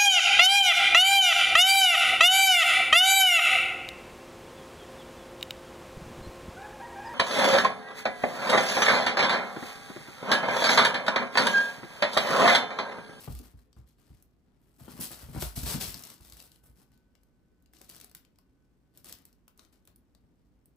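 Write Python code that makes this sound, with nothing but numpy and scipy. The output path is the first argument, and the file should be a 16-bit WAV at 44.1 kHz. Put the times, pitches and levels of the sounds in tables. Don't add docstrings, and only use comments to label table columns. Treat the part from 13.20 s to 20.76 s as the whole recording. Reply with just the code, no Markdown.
import sys
import numpy as np
from scipy import signal
from scipy.fft import rfft, irfft
from scipy.io import wavfile

SR = 44100
rng = np.random.default_rng(int(sys.argv[2]) if len(sys.argv) > 2 else 0)


def unload_audio(sound):
    columns = np.transpose(np.atleast_2d(sound))
    steps = np.round(np.clip(columns, -1, 1) * 32767)
    wavfile.write(sys.argv[1], SR, steps.astype(np.int16))


N = 333396
TIME, BINS = np.arange(N) / SR, np.fft.rfftfreq(N, 1 / SR)

# start, swell and hold in seconds, level in dB,
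# extra dB for the lows (large slack folds), extra dB for the highs (tight wrinkles).
CLOTH_PUSHES = [ (-.01, .005, 0.062, -50, 4, 0.5), (0.087, 0.012, 0.018, -52.5, -2, -0.5),
                (.14, .012, 0.026, -52.5, -7, -1.5), (0.225, .012, 0.028, -56, 5.5, -1.5),
                (0.364, .015, .03, -70.5, 8, -1), (.55, .02, .02, -68.5, 11.5, -4),
                (.665, 0.0074, .015, -65.5, -2, -3.5), (0.765, 0.036, 0.2, -69, 7.5, -3.5),
                (1.25, .02, 0.084, -82, 14, -11), (1.39, .04, 0.078, -76.5, 10.5, 2),
                (1.524, 0.024, 0.023, -71, 7, 2), (1.58, 0.018, 0.093, -59, 11, 2),
                (1.678, .025, .015, -49, 6.5, -2.5), (1.753, .02, .03, -52.5, 10, 0.5),
                (1.797, .012, 0.018, -36, -1, 2.5), (1.828, 0.0094, 0.0067, -36.5, -6, 0),
                (1.902, .02, 0.011, -44, 4, -0.5), (1.95, .02, 0.077, -52, 6, 0),
                (2.06, .03, 0.069, -58, 6.5, 1.5), (2.125, 0.022, 0.054, -48, 11.5, 0),
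                (2.19, .028, 0.009, -33, -12, 0), (2.236, 0.019, .015, -44, -3, 2),
                (2.352, .012, 0.038, -37, -3, 0), (2.44, .03, 0.068, -30, 0.5, -2),
                (2.595, .018, .025, -29, -3.5, -4), (2.655, .015, 0.023, -35.5, -3, -1),
                (2.72, .02, 0.06, -47, 3, -0.5), (2.81, .03, .08, -48, 1, -2),
                (2.977, 0.065, 0.11, -56, 1.5, -2.5), (3.16, .015, .04, -53, 0, -2.5),
                (3.23, .01, .025, -58, -1.5, 0.5), (3.313, .01, 0.03, -67, 7, 4),
                (3.428, 0.011, 0.027, -64.5, 9.5, 6.5), (3.55, .025, .035, -63.5, 6, 0),
                (3.7, .02, .015, -69, 6.5, -9), (4.525, .02, .12, -59.5, -1.5, -4),
                (4.675, .025, .07, -53, 2.5, -5), (4.803, .012, 0.022, -55, 0, -8),
                (4.945, .005, .01, -56, -2.5, -5), (5.728, .03, 0.036, -65, 7, 0),
                (5.839, 0.017, 0.048, -47.5, 0.5, -2.5), (5.98, .01, 0.017, -65, 7, -10),
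                (6.054, .01, 0.021, -69, 5, -7), (6.371, 0.016, 0.056, -68.5, 9, 0),
                (6.515, .012, 0.0099, -66, 5, -5), (6.668, .008, .01, -68.5, 7.5, -8)]
# low, middle and high level in dB.
RESTING_DB = [-82, -83, -89.5]


def pushing(release_db_per_s=262, settle_db=-25, settle_db_per_s=69):
    t = TIME[::32]
    power = np.outer(gain_of(RESTING_DB) ** 2, np.ones(len(t)))
    for start, swell, hold, db, low_db, high_db in CLOTH_PUSHES:
        rise = np.clip((t - start) / swell, 0, 1)
        after = np.maximum(t - start - swell - hold, 0)
        fall = gain_of(-release_db_per_s * after) + gain_of(settle_db - settle_db_per_s * after)
        power += (gain_of([[db + low_db], [db], [db + high_db]]) * rise * fall) ** 2
    return np.array([np.interp(TIME, t, band) for band in power])


# frequency in Hz, boost or cut in dB.
CLOTH_TONE = [(60, -14), (250, -6.5), (600, 0.5), (1000, -2), (1500, -1), (2200, -3), (3200, -1.5),
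              (4700, 1), (7000, -2), (9000, -1), (12000, 1), (14200, -0.5), (16000, -2)]


def cloth(folds, creases, wrinkles, low_hz=2200, high_hz=7600):
    low, high = lows_below(low_hz), 1 - lows_below(high_hz, steepness=8)
    spectrum = rfft(folds) * low + rfft(creases) * (1 - low - high) + rfft(wrinkles) * high
    return colour(irfft(spectrum, N), curve(CLOTH_TONE))


def crackle(per_s, spread_db=2, kinds=24):
    size = gain_of(spread_db * np.minimum(rng.exponential(1, N), 3.5))
    buckles = size * (rng.random(N) < per_s / SR)
    kind = rng.integers(0, kinds, N)
    ticks = sum(signal.oaconvolve(buckles * (kind == k), burst(.0001, .00066))[:N] for k in range(kinds))
    return unit_level(ticks / np.sqrt(per_s))


# frequency in Hz, boost or cut in dB.
BILLOW_TONE = [(25, -21), (55, -4.5), (130, 0.5), (260, -1), (420, -6.5), (800, -24), (2000, -51)]


def rustle(power, crackle_db=-2, hiss_db=-9, billow_db=-56):
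    low_db, middle_db, _ = 10 * np.log10(power)
    wrinkles_per_s = 1400 * gain_of(.35 * (middle_db + 43))
    crinkle = gain_of(crackle_db) * crackle(wrinkles_per_s) + gain_of(hiss_db) * rng.standard_normal(N)
    billow = unit_level(colour(rng.standard_normal(N), curve(BILLOW_TONE)))
    billow *= gain_of(billow_db + .65 * (low_db + 40.5))
    return cloth(*(np.sqrt(power) * crinkle)) + billow


def small_creases(power, largest_db=-45, spread_db=2, still_db=-70, tries=300):
    at = rng.integers(0, N, tries)
    size, low, high = rng.standard_normal((tries, 3)).T
    push_db = 10 * np.log10(power[1, at])
    db = np.minimum(push_db, largest_db) + spread_db * size
    rows = np.transpose([at / SR, db, -6 + 3 * low, -1 + 3 * high])
    return rows[push_db > still_db]


# start in seconds, level in dB, extra dB for the lows, extra dB for the highs.
BIG_CREASES = [(.0435, -49, 3, 4), (.1506, -45.5, -6, -1), (.1893, -42.5, -13, -4.5),
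               (.3894, -59.5, 4, -11), (.529, -54.5, -3, -15), (1.0247, -61.5, -13, 8),
               (2.7428, -30, -21, -8), (2.8236, -48, -14, 4), (2.8368, -36, -22, -5), (3.0084, -54, -7, 0),
               (3.0483, -45, -5, -8), (3.0987, -51, -8, 3), (3.1229, -41, -9, -6), (3.1336, -57, 1, 4),
               (3.169, -51, 1, 5), (3.201, -39, -24, -14), (3.3174, -50.5, -21, -4), (3.3586, -57, 0, -1),
               (3.776, -67, -4, 0.5), (3.9521, -57.5, 1, -8.5), (4.0334, -64.5, -8, 0.5),
               (4.424, -72.5, -2, 6), (4.4596, -60, -9, -9.5), (4.5351, -53.5, 6, -1.5),
               (4.5674, -49, -10, -21), (4.6145, -45.5, -0.5, -2), (4.6927, -49.5, -4, 6.5),
               (4.6981, -41, -12, -2), (4.7468, -44, -5, -7), (4.7636, -49, -10, 5),
               (4.8003, -44.5, -6, -3), (4.8121, -41, -18, -3.5), (4.844, -48.5, 4.5, 4),
               (4.8961, -57, -6, -1), (4.9138, -54, 4.5, -2), (4.949, -42.5, -0.5, 2.5),
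               (5.049, -55, -9, -9), (5.158, -64.5, -5, -10), (5.1861, -55.5, 3.5, -4),
               (5.7741, -51, -10, 4.5), (5.8445, -45, -2, 0), (5.8949, -45, 4, 2), (5.9249, -34.5, -31, -3),
               (5.9385, -49, 2, -9), (5.9861, -57, -12, -1), (6.0525, -50.5, -27, 3.5),
               (6.128, -59, -22, -2), (6.2795, -51.5, -1.5, 0.5), (6.376, -60.5, -12, 4.5),
               (6.3935, -42.5, -30, -17), (6.449, -53, -23, -13), (6.6526, -63.5, -11, 4),
               (6.6742, -51.5, -5, -0.5), (6.7598, -64, -4, 10), (6.949, -55, 3, -10),
               (7.4571, -66.5, -9, 11)]
WALL_FLAPS = [(1.807, -42, -2, 13), (1.913, -40.5, 7.5, 1.5), (2.220, -29, 2.5, -6.5),
              (2.361, -38.5, -7.5, 4), (2.431, -33.5, 0, 0.5), (2.608, -26.5, -0.5, -5)]


def snaps(rows, rise_s, fall_s):
    bands = np.zeros((3, N))
    for start, db, low_db, high_db in rows:
        flip = burst(rise_s, fall_s) * np.sqrt(.005 * SR) * gain_of(db)
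        for band, extra_db in zip(bands, (low_db, 0, high_db)):
            add(band, start, flip * gain_of(extra_db))
    return cloth(*bands)


# start in seconds, boom level in dB, pitch shaken most in Hz, knock level in dB.
LANDINGS = [(.075, -38.5, 114, -41), (.098, -40.5, 65, -63), (.145, -42, 59, -70.5),
            (0.197, -51.5, 320.4, -56.5), (.335, -52, 91, -66), (.565, -51, 76, -60.5),
            (.583, -50.5, 81, -83), (.901, -52, 100, -65), (1.605, -50.5, 123, -68),
            (1.679, -49.5, 205, -46.5), (1.736, -49.5, 177, -68), (1.789, -43, 186, -48),
            (1.906, -50.5, 147, -48.5), (2.03, -48.5, 107, -63), (2.086, -44.5, 117, -51.5),
            (2.146, -42.5, 136, -47), (2.161, -36, 130, -40), (2.223, -38.5, 98, -36.5),
            (2.239, -45.5, 90.1, -48), (2.369, -37, 117, -42), (2.43, -36, 102, -59),
            (2.467, -43.5, 135, -51), (2.54, -33.5, 167, -45), (2.625, -48, 110, -47),
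            (2.671, -48.5, 98, -59), (2.744, -50.5, 174, -53.5), (3.003, -55.5, 85, -57),
            (3.12, -59, 74, -68), (3.491, -58, 88, -68), (4.61, -80.5, 143, -54.5), (4.84, -78, 181, -60),
            (6.68, -66.5, 85, -70), (7.037, -66, 150, -69.5)]
# pitch in Hz, level in dB, seconds to fade by 60 dB.
FLOOR_NOTES = [(55.3, 2, 0.37), (66.4, -0.5, 0.2146), (82.1, -2, 0.2), (103.3, -5, .18), (130.1, -1.5, .22),
               (161.1, -2, 0.16), (186, -4, .19), (218.3, -8, 0.24), (245.4, 1.5, 0.22), (290.4, -1, 0.15),
               (344.5, -3, 0.09), (430, -3, 0.15), (509, -5.5, 0.13)]
# frequency in Hz, boost or cut in dB.
KNOCK_TONE = [(150, -12), (340, 5), (480, 3), (640, 0), (900, -3), (1250, -6), (1800, -16.5), (3000, -20),
              (8000, -45.5)]


def thumps(rows, knock_trim_db=-1, width_octaves=.65, contact_s=.0034):
    hz, note_db, fade_s = np.transpose(FLOOR_NOTES)[:, :, None]
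    t = np.arange(SR // 2) / SR
    directions = rng.choice([-1, 1], (len(rows), len(hz), 1))
    rings = gain_of(-60 * t / fade_s) * np.sin(2 * np.pi * hz * t) * (1 - np.exp(-t / contact_s))
    booms, knocks = np.zeros((2, N))
    for (start, db, blow_hz, knock_db), direction in zip(rows, directions):
        strength = direction * gain_of(note_db) / (1 + (np.log2(hz / blow_hz) / width_octaves) ** 2)
        boom = (strength * rings).sum(0)
        add(booms, start, gain_of(db) * np.sqrt(.056 * SR) * boom / np.linalg.norm(boom))
        knock = np.sqrt(.2 * SR) * burst(rise_s=.001, fall_s=.0073)
        add(knocks, start, gain_of(knock_db + knock_trim_db) * knock)
    return booms + colour(knocks, curve(KNOCK_TONE))


def soft_steps(db=-72, spread_db=2, paw_hz=260, count=14):
    start, size, octave = rng.uniform([0, -1, -1], [N / SR, 1, 1], (count, 3)).T
    no_knock = np.full(count, -np.inf)
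    return np.transpose([start, db + spread_db * size, paw_hz * 2 ** octave, no_knock])


# start in seconds, level in dB.
WOOD_TAPS = [(.079, -51.5), (1.679, -53.5), (2.146, -69), (4.949, -74), (5.186, -70), (6.279, -65.5),
             (6.392, -60.5), (6.673, -69)]
# pitch in Hz, level in dB, seconds to fade by 60 dB.
WOOD_NOTES = [(619.4, -7, 0.067), (825, -7, 0.045), (1010, -2, 0.11), (1090, -5.5, 0.12),
              (1198.5, -2, 0.057), (1345, -3, 0.049), (1475, 0, 0.056), (2900, -9.5, 0.033),
              (3187, -7, 0.024), (3542, -13.5, 0.026), (4600, -12, 0.027)]


def taps(contact_s=.00024):
    hz, note_db, fade_s = np.transpose(WOOD_NOTES)[:, :, None]
    t = np.arange(SR // 8) / SR
    out = np.zeros(N)
    for start, db in WOOD_TAPS:
        cycles = hz * t + rng.random(hz.shape)
        notes = gain_of(note_db - 60 * t / fade_s) * np.sin(2 * np.pi * cycles)
        ring = notes.sum(0) * (1 - np.exp(-t / contact_s))
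        add(out, start, gain_of(db) * np.sqrt(.013 * SR) * ring / np.linalg.norm(ring))
    return out


# frequency in Hz, seconds to fade by 60 dB.
ECHO_FADES = [(100, 0.33), (500, .27), (1300, 0.44), (3500, 0.26), (9000, 0.13), (16000, 0.22)]
# frequency in Hz, boost or cut in dB.
RIGHT_TONE = [(60, 1.5), (150, -3.5), (330, -0.5), (600, -10.5), (1400, -5.5), (2600, -9.5), (4200, -6.5),
              (7000, -7.5)]


def room(sound, right_direct_db=-5, right_lag_radians=.71, gap_s=.0021, moves_per_s=5, spots=3):
    shape = (spots, 2, SR // 2)
    bounces = rng.standard_normal(shape) * (rng.random(shape) < .15)
    hz, t, bands = signal.stft(bounces, SR, nperseg=256)
    fading = gain_of(-60 * t / curve(ECHO_FADES, hz)[:, None])
    tail = signal.istft(bands * fading, SR, nperseg=256)[1]
    tail *= np.clip(np.arange(tail.shape[2]) / SR / gap_s - 1, 0, 1)
    tail /= np.linalg.norm(tail, axis=2, keepdims=True)
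    wander = np.sqrt(2 / spots) * np.cos(np.pi * (moves_per_s * TIME + np.arange(spots)[:, None] / spots))
    echoes = signal.oaconvolve((sound * wander)[:, None], tail, axes=2).sum(0)[:, :N]
    echo_db = curve([(200, -14), (700, -5.5), (5000, -6)])
    echo_left, echo_right = rfft(colour(echoes, echo_db))
    bass = lows_below(320)
    echo_right = np.sqrt(bass) * echo_left + np.sqrt(1 - bass) * echo_right
    direct = rfft(sound)
    right = (direct * gain_of(right_direct_db * (1 - bass)) + echo_right) * gain_of(curve(RIGHT_TONE))
    return irfft(np.array([direct + echo_left, right * np.exp(-1j * right_lag_radians)]), N)


# frequency in Hz, boost or cut in dB.
AIR_TONE = [(20, -22), (35, -9.5), (53, 1.5), (90, -9), (130, -8), (180, -9.5), (270, -9), (340, -15),
            (630, -25), (1000, -29), (2000, -35), (4000, -42.5), (8000, -46.5), (15500, -49)]
# frequency in Hz, likeness (1 means the same).
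AIR_LIKENESS = [(40, .6), (130, 0.52), (300, 0.77), (700, 0.46), (1500, .15), (6000, .1)]


def room_air(db=-67):
    left, other = rfft(rng.standard_normal((2, N)))
    likeness = curve(AIR_LIKENESS)
    right = likeness * left + np.sqrt(1 - likeness ** 2) * other
    air = irfft(np.array([left, right]) * gain_of(curve(AIR_TONE)), N)
    return gain_of(db) * unit_level(air)


# time in seconds, level in dB.
WHINE_LEVELS = [(0, -106), (2.8, -100), (3.15, -79.5), (4.2, -87.5), (6.2, -93), (7.5, -102)]


def whine(hz=1505, width_hz=6, tone_db=-1.5, fuzz_db=-9):
    narrow_band = 1 / (1 + ((BINS - hz) / width_hz) ** 2)
    fuzz = unit_level(irfft(rfft(rng.standard_normal(N)) * narrow_band, N))
    tone = np.sin(2 * np.pi * hz * TIME)
    swell = gain_of(np.interp(TIME, *np.transpose(WHINE_LEVELS)))
    return swell * (gain_of(tone_db) * tone + gain_of(fuzz_db) * fuzz)


def gain_of(db):
    return 10 ** (np.asarray(db) / 20)


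def unit_level(sound):
    return sound / np.sqrt(np.mean(sound ** 2) + 1e-20)


def curve(points, hz=BINS):
    point_hz, value = np.transpose(points)
    return np.interp(np.log(hz + 1), np.log(point_hz + 1), value)


def lows_below(hz, steepness=4):
    return 1 / (1 + (BINS / hz) ** steepness)


def colour(sound, db):
    cepstrum = irfft(np.log(gain_of(np.maximum(db, -100))), N)
    cepstrum[1:N // 2] *= 2
    cepstrum[N // 2 + 1:] = 0
    return irfft(rfft(sound) * np.exp(rfft(cepstrum)), N)


def add(mix, start_s, sound):
    part = mix[max(round(start_s * SR), 0):][:len(sound)]
    part += sound[:len(part)]


def burst(rise_s, fall_s):
    t = np.arange(int((rise_s + fall_s) * 8 * SR) + 8) / SR
    puff = rng.standard_normal(len(t)) * (1 - np.exp(-(t / rise_s) ** 2)) * np.exp(-t / fall_s)
    return puff / np.linalg.norm(puff)


def scene(low_cut_hz=38):
    power = pushing()
    creases = snaps([*BIG_CREASES, *small_creases(power)], rise_s=.00052, fall_s=.0019)
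    flaps = snaps(WALL_FLAPS, rise_s=.0024, fall_s=.0064)
    cats = rustle(power) + creases + flaps + thumps([*LANDINGS, *soft_steps()]) + taps()
    low_cut = signal.butter(3, low_cut_hz, "high", fs=SR, output="sos")
    return room(signal.sosfilt(low_cut, cats)) + room_air() + whine()


def record(dry, treble_hz=7600, lead_s=1 / 3100, cancel_hz=9550, top_hz=15800):
    left, right = rfft(dry)
    shared = np.clip((BINS - treble_hz) / 800 + .5, 0, 1)
    early_left = -left * np.exp(2j * np.pi * (BINS - cancel_hz) * lead_s)
    pair = irfft(np.array([left, (1 - shared) * right + shared * early_left]), N)
    top_cut = signal.firwin(511, top_hz, window=("kaiser", 9), fs=SR)
    return signal.oaconvolve(pair, top_cut[None], "same")


dry = scene()
out = record(dry)
unload_audio(out)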